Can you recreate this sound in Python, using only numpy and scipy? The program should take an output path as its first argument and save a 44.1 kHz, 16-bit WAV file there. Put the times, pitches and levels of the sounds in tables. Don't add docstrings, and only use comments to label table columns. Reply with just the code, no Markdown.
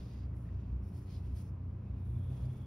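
import sys
import numpy as np
from scipy import signal
from scipy.fft import rfft, irfft, next_fast_len
from scipy.io import wavfile
from scipy.ndimage import uniform_filter1d, map_coordinates

SR = 44100
rng = np.random.default_rng(int(sys.argv[2]) if len(sys.argv) > 2 else 0)


def unload_wav(signal):
    wavfile.write(
        sys.argv[1],
        SR,
        np.round(np.clip(np.atleast_2d(signal).T, -1, 1) * 32767).astype(np.int16),
    )


N = 117306

# pitch_hz, pitch_waver_hz, late_rise_hz, flutter_db, gain_db
DRONE = [(63.6, 1.33, 0, 1, -1), (90.26, 1.5, 0, 1, 0), (119.4, 2.62, 7, 2, -0.5)]
# time_s, level_db
LOW_NOTE = [(0.0, -40.5), (0.08, -56), (0.18, -42), (0.32, -39.5), (0.41, -45.5), (0.52, -40), (0.66, -46),
            (0.73, -35), (0.97, -52.5), (1.25, -43.5), (1.34, -38), (1.41, -51.5), (1.7, -47), (1.75, -63),
            (1.94, -37.5), (2.04, -53.5), (2.08, -38.5), (2.15, -40.5), (2.19, -53.5), (2.44, -37),
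            (2.51, -52), (2.66, -46)]
MID_NOTE = [(0.0, -49.5), (0.09, -67), (0.28, -41.5), (0.44, -52), (0.55, -40.5), (0.7, -52), (1.15, -45.5),
            (1.18, -41), (1.51, -47.5), (1.55, -43.5), (2.33, -41.5), (2.38, -58), (2.44, -42),
            (2.6, -52.5), (2.63, -37), (2.66, -56)]
HIGH_NOTE = [(0.0, -62.5), (0.07, -48.5), (0.84, -47.5), (0.87, -64.5), (0.98, -41), (1.01, -56.5),
             (1.16, -42), (1.18, -48.5), (2.0, -47), (2.17, -37.5), (2.23, -46), (2.36, -35.5),
             (2.4, -50.5), (2.44, -37), (2.61, -45.5), (2.66, -54)]
# start_s, end_s
DRONE_RISE_S = (1.95, 2.4)
# frequency_hz, relative_level_db
RUMBLE_SPECTRUM = [(18, -28.5), (29, -0.5), (40, -5.5), (60, 5), (100, 4), (110, 2.5), (145, -2), (172, 2),
                   (208, 1), (225, -8), (245, -2), (278, -10), (294, -2.5), (318, -13.5), (360, -12),
                   (460, -22), (700, -31.5), (1500, -68.5)]
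# time_s, gain_db
RUMBLE_SWELL = [(0, -2.5), (.25, -0.5), (.9, 0), (1.55, -1), (2.0, 0), (2.4, 0.5), (2.66, -1.5)]
RUMBLE_DB = -47
# frequency_hz, relative_level_db
AIR_SPECTRUM = [(100, -13), (350, 4), (600, 2.5), (800, -1.5), (1000, -0.5), (1400, -8), (1800, -14.5),
                (2500, -15), (3500, -25), (5500, -29.5), (10000, -36.5), (16000, -35.5)]
# time_s, level_db
AIR_LEVEL = [(0, -64), (.6, -64.5), (1.3, -65), (2.1, -65), (2.4, -63), (2.66, -64.5)]
# frequency_hz, correlation (no unit)
AIR_ALIKE = [(200, 0.49), (500, 0.12), (900, 0.31), (1900, 0.78), (3000, 0.45), (4600, 0.4), (6000, 1),
             (8000, 0.98), (14000, 0.71)]

# fullest_s, rise_s, fall_s, swish_db, fizz_db, swish_colour_hz, colour_lift_db, colour_width_octaves
STROKES = [(0.02, .1, 0.22, -70.5, -80, 4640, 5, 0.55), (0.19, 0.13, 0.1, -74, -99, 4640, 9, 0.12),
           (0.386, 0.053, 0.12, -86.5, -79, 5600, 5, .17), (0.56, 0.16, .25, -79.5, -108.5, 2710, 6, 0.19),
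           (0.86, 0.042, 0.13, -80, -78.5, 5380, 8, .17), (0.971, .055, 0.14, -75.5, -76, 5400, 5, 0.27),
           (1.14, 0.077, 0.072, -68, -74, 4500, 10, .8), (1.27, 0.13, 0.21, -76.5, -82.5, 2560, 3, .1),
           (1.386, 0.05, 0.052, -70.5, -69, 5260, 5.5, 0.36),
           (1.45, 0.061, 0.068, -77, -78.5, 5700, 8.5, 0.22),
           (1.885, 0.076, 0.06, -82.5, -100, 2420, 12, .18), (1.97, .05, .08, -82, -100, 2520, 12.5, 0.21),
           (2.159, 0.21, 0.42, -83, -79.5, 2420, 13, 0.26),
           (2.375, 0.11, 0.14, -74.5, -77.5, 5200, -0.5, 0.34),
           (2.54, 0.11, 0.17, -76, -78, 5360, -2.5, .3)]
# frequency_hz, relative_level_db
SWISH = [(700, -19.5), (1500, -2), (2500, 2.5), (4000, -2), (5500, -3.5), (7000, -7), (10000, -18.5),
         (16000, -28.5)]
# frequency_hz, relative_level_db
FIZZ = [(3000, -41), (5500, -6.5), (7000, -2), (8500, 1), (10000, 2), (12000, -1), (14000, -5.5),
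        (15300, -3.5)]
# frequency_hz, correlation (no unit)
FUR_ALIKE = [(1000, .4), (2000, .8), (2900, 0.5), (4200, 0.29), (5500, .85), (7700, 1), (9500, 0.77),
             (11000, 1), (14500, 0.81)]
HAIRS_PER_S, HAIR_POWER_SHARE = 2500, 0.32
STROKE_EDGE = 2.83
RIPPLE_DB, RIPPLE_HZ = 2.5, 69.6
JUDDER_DB, JUDDER_PER_S = 0.97, 59

# fullest_s, half_length_s, level_db
PRESSES = [(0.048, .14, -68), (2.4, .17, -64)]
PRESS_HZ, PRESS_SHARPNESS = 455, 1.6

# start_s, level_db (before halving and decay), pitch_hz, t60_s, scrape_over_ring (ratio)
TICKS = [(0.338, -58, 1920, .035, .5), (0.346, -56, 1050, .05, .5), (0.365, -73.5, 5970, 0.021, 2),
         (0.371, -60, 2050, .03, .4), (0.406, -60.5, 1310, 0.032, .6), (0.454, -57, 1830, 0.027, .5),
         (0.464, -62.5, 1900, .035, .6), (0.488, -55, 1930, 0.032, 0.58), (0.9697, -66.5, 10500, .015, 2),
         (1.018, -60, 1800, .02, 0.87), (1.079, -56, 1900, .025, 1.1), (1.402, -60.5, 2700, 0.013, 1.5),
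         (2.418, -69, 5100, 0.043, .7), (2.436, -65, 4180, 0.046, 0.54), (2.452, -61.5, 4780, 0.038, 0.52)]
TICK_ATTACK_S = 0.001
TICK_ROUGH_RAD, TICK_ROUGH_PER_S = 0.5, 640

# time_s, level_db, pitch_hz
RUB = [(1.75, -105, 3800), (1.87, -91.5, 3750), (2.05, -86.5, 3620), (2.22, -78.5, 3397), (2.37, -78, 3368),
       (2.5, -79.5, 3364), (2.58, -82.5, 3380), (2.64, -76.5, 3320)]
RUB_WIDTH_HZ = 380
RUB_NARROWING = 0.3
RUB_ALIKE = 0.35

# frequency_hz, lead_rad
PORT_PHASE = [(500, 0), (1500, -0.48), (2600, 0.95), (3500, 0.73), (4400, 0.86), (5100, -0.5), (6200, 1.72),
              (7700, 3), (9300, 5), (10600, 6.5), (11600, 6.5), (13000, 8.2), (13700, 10), (14600, 9.5),
              (15700, 12)]
TOP_HZ = 15750


def amp(db):
    return 10 ** (np.asarray(db) / 20)


def unit(x):
    return x / np.sqrt(np.mean(x ** 2) + 1e-20)


def along(points, hz):
    f, v = np.transpose(points)
    return np.interp(np.log(hz + 1), np.log(f + 1), v)


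def curve(rows):
    return np.interp(np.arange(N) / SR, *np.transpose(rows))


def wobble(rate):
    knots = rng.standard_normal(1024)
    return map_coordinates(knots, [np.arange(N) * rate / SR + 2], mode="mirror")


def filtered(x, response):
    m = next_fast_len(N + SR // 10)
    return irfft(rfft(x, m) * response(np.fft.rfftfreq(m, 1 / SR)), m)[..., :N]


def stereo(pair, colour, alike):
    def response(hz):
        turn = np.arccos(np.clip(along(alike, hz), -1, 1)) / 2
        return amp(colour(hz)) * np.array([np.cos(turn), np.sin(turn)])

    mid, side = filtered(pair, response)
    return unit(np.array([mid + side, mid - side]))


def drone():
    out = np.zeros(N)
    for note, level in zip(DRONE, (LOW_NOTE, MID_NOTE, HIGH_NOTE)):
        hz, waver_hz, rise_hz, flutter_db, gain_db = note
        level_db = uniform_filter1d(curve(level), size=1500)
        rise = rise_hz * curve(np.c_[DRONE_RISE_S, (0, 1)])
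        pitch = hz + waver_hz * wobble(14) + rise
        phase = 2 * np.pi * (np.cumsum(pitch) / SR + rng.random())
        loudness = amp(level_db + gain_db + flutter_db * wobble(16))
        out += loudness * np.sqrt(2) * np.sin(phase)
    return out


def room():
    rumble = unit(filtered(rng.standard_normal(N), lambda hz: amp(along(RUMBLE_SPECTRUM, hz))))
    air = stereo(rng.standard_normal((2, N)), lambda hz: along(AIR_SPECTRUM, hz), AIR_ALIKE)
    return amp(RUMBLE_DB + curve(RUMBLE_SWELL)) * rumble + amp(curve(AIR_LEVEL)) * air


def friction():
    slips = rng.random(N) < HAIRS_PER_S / SR
    snaps = unit(slips * rng.standard_normal((2, N)))
    smooth = rng.standard_normal((2, N))
    return np.sqrt(HAIR_POWER_SHARE) * snaps + np.sqrt(1 - HAIR_POWER_SHARE) * smooth


def strokes():
    t, out = np.arange(N) / SR, np.zeros((2, N))
    for s, rise, fall, swish_db, fizz_db, colour_hz, lift_db, octaves in STROKES:
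        distance = np.abs(t - s) / np.where(t < s, rise, fall)
        envelope = np.exp(-2 * distance ** STROKE_EDGE)
        knots = rng.standard_normal(size=1000)
        ripple = lambda hz: RIPPLE_DB * np.interp(hz / RIPPLE_HZ, np.arange(len(knots)), knots)
        lift = lambda hz: lift_db * np.exp(-(np.log2((hz + 1) / colour_hz) / octaves) ** 2)
        swish = stereo(friction(), lambda hz: along(SWISH, hz) + lift(hz) + ripple(hz), FUR_ALIKE)
        fizz = stereo(friction(), lambda hz: along(FIZZ, hz) + ripple(hz), FUR_ALIKE)
        out += envelope * (amp(swish_db) * swish + amp(fizz_db) * fizz)
    return out * amp(JUDDER_DB * wobble(JUDDER_PER_S))


def presses():
    t = np.arange(N) / SR
    weight = sum(amp(db) * np.exp(-((t - s) / half) ** 2) for s, half, db in PRESSES)

    def body(hz):
        detuning = (hz + 1) / PRESS_HZ - PRESS_HZ / (hz + 1)
        return -20 * np.log10(1 + (PRESS_SHARPNESS * detuning) ** 2 / 2)

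    return weight * stereo(friction(), body, FUR_ALIKE)


def ticks():
    out, t = np.zeros((2, N)), np.arange(SR // 10) / SR
    for s, db, hz, t60, scratchy in TICKS:
        shape = amp(-60 * t / t60) * (1 - np.exp(-t / TICK_ATTACK_S))
        band = signal.butter(2, [hz / np.sqrt(2), hz * np.sqrt(2)], "bandpass", fs=SR)
        scrape = unit(signal.lfilter(*band, rng.standard_normal((2, len(t)))))
        jitter = TICK_ROUGH_RAD * wobble(TICK_ROUGH_PER_S)[:len(t)]
        ring = np.sin(2 * np.pi * hz * t + jitter)
        out[:, round(s * SR):][:, :len(t)] += amp(db) * shape * (ring + scratchy * scrape) / 2
    return out


def rub():
    s, level_db, hz = np.transpose(RUB)
    carrier = np.exp(2j * np.pi * np.cumsum(curve(np.c_[s, hz])) / SR)

    def hiss(width_hz):
        skirt = lambda f: -10 * np.log10(1 + (f / width_hz) ** 4)
        a, b = (stereo(rng.standard_normal((2, N)), skirt, [(1, RUB_ALIKE)]) for _ in range(2))
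        return a * carrier.real + b * carrier.imag

    progress = curve([(s[0], 0), (s[-1], 1)])
    wide = np.sqrt(1 - progress) * hiss(RUB_WIDTH_HZ)
    narrow = np.sqrt(progress) * hiss(RUB_WIDTH_HZ * RUB_NARROWING)
    return amp(curve(np.c_[s, level_db])) * (wide + narrow)


def scene():
    return drone() + room() + strokes() + presses() + ticks() + rub()


def record(dry):
    half_lead = np.array([[0.5], [-0.5]])
    ports = lambda hz: np.exp(1j * half_lead * along(PORT_PHASE, hz))
    return filtered(dry, lambda hz: ports(hz) * (hz < TOP_HZ))


dry = scene()
out = record(dry)
unload_wav(out)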